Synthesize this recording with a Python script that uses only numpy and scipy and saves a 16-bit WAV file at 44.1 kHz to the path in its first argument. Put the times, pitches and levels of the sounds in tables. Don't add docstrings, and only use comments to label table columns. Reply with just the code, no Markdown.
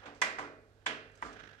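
import sys
import numpy as np
from scipy import signal
from scipy.fft import rfft, irfft, next_fast_len
from scipy.io import wavfile
from scipy.ndimage import map_coordinates

SR = 44100
rng = np.random.default_rng(int(sys.argv[2]) if len(sys.argv) > 2 else 0)


def materialize(psi):
    bounded = np.clip(np.atleast_2d(psi).T, -1, 1)
    quanta = np.round(bounded * 32767).astype(np.int16)
    wavfile.write(sys.argv[1], SR, quanta)


N = 70560
ATTACK_S = 0.00025


def amp(db):
    return 10 ** (np.asarray(db) / 20)


def unit(x):
    return x / np.sqrt(np.mean(x ** 2) + 1e-20)


def along(points, hz):
    freqs, values = np.transpose(points)
    return np.interp(np.log(hz + 1), np.log(freqs + 1), values)


def clock():
    return np.arange(N) / SR


def wobble(rate):
    knots = rng.standard_normal(N // 8)
    return map_coordinates(knots, [clock() * rate], mode="wrap")


def filtered(x, response):
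    size = next_fast_len(N + 8192)
    return irfft(rfft(x, size) * response(np.fft.rfftfreq(size, 1 / SR)), size)[..., :N]


def fade(t60, rise_s):
    return np.exp(-np.log(1000) * clock() / t60) * (1 - np.exp(-clock() / rise_s))


def add(track, start_s, sound):
    start = max(0, round(start_s * SR))
    track[:, start:] += sound[..., :N - start]


# frequency in Hz, likeness from 0 to 1.
LIKENESS = [(50, 1), (200, .88), (400, 0.8), (1000, 1), (1800, 0.19), (4000, 0.041), (12000, 0.051)]
def stereo_angle(hz):
    return np.arccos(np.clip(along(LIKENESS, hz), 0, 1)) / 2


def noise(colour, shade=np.ones_like):
    def response(hz):
        angle = stereo_angle(hz)
        return amp(along(colour, hz)) * shade(hz) * np.array([np.cos(angle), np.sin(angle)])
    mid, side = filtered(rng.standard_normal((2, N)), response)
    return unit(np.array([mid + side, mid - side]))


# frequency in Hz, spectral level in dB.
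AIR_COLOUR = [(20, -18.5), (45, 8.5), (80, 1), (200, -8), (500, -2), (1000, -13), (2000, -22.5),
              (4000, -22.5), (8000, -29.5), (15000, -39.5)]
def room_tone(air_db=-68, hum_hz=100.5, hum_db=-69):
    hum = np.sqrt(2) * np.sin(2 * np.pi * hum_hz * clock())
    return amp(air_db) * noise(AIR_COLOUR) + amp(hum_db) * hum


# time in seconds, level in dB.
BRUSH_LEVELS = [(0, -57.5), (0.098, -63.5), (.2, -88), (.3, -94), (1.1, -68.5), (1.25, -67.5), (1.371, -57),
                (1.46, -56.5), (1.53, -62.5), (1.6, -64.5)]
# frequency in Hz, spectral level in dB.
SKIN_COLOUR = [(100, -33), (200, -3), (450, -5.5), (750, -3.5), (1100, -8.5), (1450, 2), (1660, 5),
               (1880, -1), (2400, -6.5), (3200, -9), (3800, -12.5), (4600, -19), (5200, -18.5),
               (5900, -19.5), (8000, -34.5), (15000, -45.5)]
def hand(grain_db=-2.5, right_db=2):
    level_db = np.interp(clock(), *np.transpose(BRUSH_LEVELS)) + grain_db * wobble(130)
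    pan = amp(right_db * np.array([[-1], [1]]))
    return amp(level_db) * noise(SKIN_COLOUR) * pan


def contact(cut_hz, spot_hz=1000, lift_db=0, spot_octaves=0.13, slope=2.78):
    def shade(hz):
        spot = np.exp(-np.log2((hz + 1) / spot_hz) ** 2 / (2 * spot_octaves ** 2))
        return amp(lift_db * spot) * (1 + (hz / cut_hz) ** 4) ** (-slope / 4)
    return shade


def ring(modes, rise_s, shade=np.ones_like, scatter_db=1):
    out = np.zeros((2, N))
    for (hz, db, t60), (size, phase, spread) in zip(modes, rng.standard_normal((len(modes), 3))):
        t = clock()[:round(t60 * SR)]
        apart = spread * stereo_angle(hz) * np.array([[1], [-1]])
        envelope = amp(db + scatter_db * size) * shade(hz) * fade(t60, rise_s)[:len(t)]
        out[:, :len(t)] += envelope * np.sin(2 * np.pi * (hz * t + phase) + apart)
    return out


def rattle(colour, shade, t60, flutter_db=2, flutter_per_s=700):
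    rough = noise(colour, shade) * amp(flutter_db * wobble(flutter_per_s))
    return unit(rough) * fade(t60, ATTACK_S)


# frequency in Hz, spectral level after a blow in dB, t60 in seconds.
ROOM_BANDS = [(100, -26, 1), (237, -2, 0.53), (478, -1.5, 0.87), (926, 3, 0.37), (1970, 6.5, 0.56),
              (3300, 4, 0.41), (4360, 1, 0.48), (7500, 3, 0.3), (10300, 2.5, 0.3), (15000, -9, 0.18)]
def room_tail(colour, shade, rise_s=0.008):
    hz, t, spectrum = signal.stft(noise(colour, shade), SR, nperseg=256)
    t60 = along([(f, life) for f, _, life in ROOM_BANDS], hz)[:, None]
    tail = signal.istft(spectrum * np.exp(-np.log(1000) * t / t60), SR, nperseg=256)[1][:, :N]
    return tail * (1 - np.exp(-clock() / rise_s))


# start in seconds, level in dB, cut-off in Hz, t60 in seconds, room share in dB.
TOUCHES = [(.0184, -55.5, 1944, 0.13, 2.5), (.057, -46.5, 2800, 0.25, -3.5), (.147, -58.5, 5700, 0.041, -3),
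           (0.216, -30, 7450, 0.073, -7.5), (.386, -49, 6500, 0.083, -2.5), (.8605, -39.5, 6160, 0.027, -6),
           (1.118, -67, 10000, 0.013, -11), (1.154, -60, 8900, 0.031, -23), (1.175, -56.5, 9000, .014, -14),
           (1.2201, -54, 12000, 0.02, -33), (1.226, -52.5, 7000, 0.027, -2.5),
           (1.252, -59.5, 6680, 0.12, 3.5), (1.327, -57, 6500, 0.092, -27), (1.399, -66, 6900, 0.063, -15)]
# frequency in Hz, spectral level in dB.
TICK_COLOUR = [(100, -52), (500, 3.5), (1500, 1), (4000, -5), (7500, -1.5), (9500, -7), (15000, -17)]
# frequency in Hz, level in dB, t60 in seconds.
WIRE_OVERTONES = [(4670, -8, 0.15), (5160, -11.5, 0.25), (6050, -8.5, 0.13), (6417, -5, 0.11),
                  (7400, -17, 0.2), (7800, -3.5, 0.065), (8660, -27, 0.1), (10000, -28, .1)]
def wire_ticks(overtone_db=-6, full_ring_s=0.038):
    out = np.zeros((2, N))
    for start_s, db, cut_hz, t60, room_db in TOUCHES:
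        shade = contact(cut_hz)
        zing = amp(overtone_db) * min(1, t60 / full_ring_s) * ring(WIRE_OVERTONES, ATTACK_S, shade)
        tick = rattle(TICK_COLOUR, shade, t60)
        tail = amp(room_db) * room_tail(TICK_COLOUR, shade)
        add(out, start_s, amp(db) * (tick + zing + tail))
    return out


# frequency in Hz, level in dB, t60 in seconds.
TUB_MODES = [(149.2, -22, 1.04), (228, -13, 0.44), (248.6, -17.5, 0.81), (289.4, -7, 0.45),
             (348, -10, 0.36), (413.7, -14, 0.77), (443.6, -16.5, 1.09), (497, -20, 0.6)]
def tub_thump():
    return ring(TUB_MODES, rise_s=0.019)


# start in seconds, level in dB.
TUB_NUDGES = [(0.056, -43)]
def tub_nudge():
    out = np.zeros((2, N))
    for start_s, db in TUB_NUDGES:
        add(out, start_s, amp(db) * tub_thump())
    return out


# start in seconds, level in dB,
# contact cut-off in Hz, shares of tub, wires and room in dB, rattle t60 in seconds,
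# resonance of the struck spot in Hz, its lift in dB, share of the frame's snap in dB.
DOOR_BLOWS = [(0.2184, -25, 2580, -22, -10, -8, 0.065, 2026, 6, 0.5),
              (.3848, -35, 1580, -6.5, -12, -7.5, 0.063, 1230, 3, -0.5),
              (0.3919, -34.5, 1280, -9, -13, -9.5, 0.033, 980, 0, 2),
              (.863, -29, 3050, -7.5, -10.5, -7, 0.085, 3100, 3.5, 0.5),
              (1.2244, -31.5, 1340, -8, -18.5, -11.5, 0.042, 1200, 6, 1)]
# frequency in Hz, level in dB, t60 in seconds.
WIRE_MODES = [(459.6, -20, 1), (512, -30, 0.95), (630.7, -10.5, 0.65), (780, -11.5, 0.37), (1001, -6, 0.37),
              (1114, -10.5, 0.58), (1240, -22.5, 0.35), (1550, -8, 0.47), (1622, -8.5, .45),
              (1668, -6.5, 0.56), (1667, -3, 0.22), (1983, -8.5, 0.56), (2073, 0.5, 0.27),
              (2360, -4.5, 0.37), (2452, -9, 0.68), (2810, -14, 0.29), (2712, -10.5, 0.63),
              (3170, -10.5, 0.45), (3240, -6.5, 0.3), (3480, 4, 0.12)]
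# frequency in Hz, level in dB, t60 in seconds.
FRAME_MODES = [(787, -11, 0.078), (1004, -4, 0.056), (1148, -5.5, 0.04), (1559, -4.5, 0.058),
               (1747, -9, 0.063), (1981, -3, 0.1), (2270, -10, 0.093), (3014, -6.5, 0.072), (3406, -6, .06)]
# frequency in Hz, spectral level in dB.
CLACK_COLOUR = [(60, -32), (200, -34), (600, -9), (1050, 5), (1400, -6), (2000, 5.5), (3200, -0.5),
                (4100, -3.5), (7500, 6.5), (9500, -2), (15000, -16)]
def door():
    out = np.zeros((2, N))
    room_colour = [row[:2] for row in ROOM_BANDS]
    for start_s, db, cut_hz, tub_db, wire_db, room_db, t60, spot_hz, lift_db, snap_db in DOOR_BLOWS:
        shade = contact(cut_hz, spot_hz, lift_db)
        thump = amp(tub_db) * tub_thump()
        wires = amp(wire_db) * ring(WIRE_MODES, ATTACK_S, shade)
        tail = amp(room_db) * room_tail(room_colour, shade)
        snap = amp(snap_db) * ring(FRAME_MODES, ATTACK_S, shade)
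        clack = snap + rattle(CLACK_COLOUR, shade, t60)
        add(out, start_s, amp(db) * (clack + thump + wires + tail))
    return out


# frequency in Hz, spectral level in dB.
SHUDDER_COLOUR = [(20, -42), (32, -22), (42, 5), (65, -0.5), (100, -21), (150, 5), (220, -12), (1000, -59),
                  (15000, -120)]
def cage_rocking(start_s=1.215, db=-51):
    out = np.zeros((2, N))
    add(out, start_s, amp(db) * noise(SHUDDER_COLOUR) * fade(t60=0.68, rise_s=0.059))
    return out


def scene():
    return door() + tub_nudge() + wire_ticks() + cage_rocking() + hand() + room_tone()


# frequency in Hz, right minus left in dB.
BALANCE = [(50, 11.5), (150, 4), (600, 2), (1000, 2), (1200, 9.5), (1500, 11.5), (2050, 2.5), (2500, 6.5),
           (3200, 9), (5000, 8), (7800, 8.5), (10500, -5), (15000, 3)]
# frequency in Hz, lead of the left in radians.
PHASE_LEAD = [(50, .02), (200, 0.3), (500, 0.76), (1000, 1.42), (1400, 1.4), (1650, 3.48), (2000, 4.82),
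              (3000, 6.04)]
def record(dry, top_hz=15150):
    sides = np.array([[-1], [1]]) / 2
    def microphones(hz):
        gain = amp(sides * along(BALANCE, hz))
        phase = np.exp(-1j * along(PHASE_LEAD, hz) * sides)
        return gain * phase * (hz < top_hz)
    return filtered(dry, microphones)


dry = scene()
out = record(dry)
materialize(out)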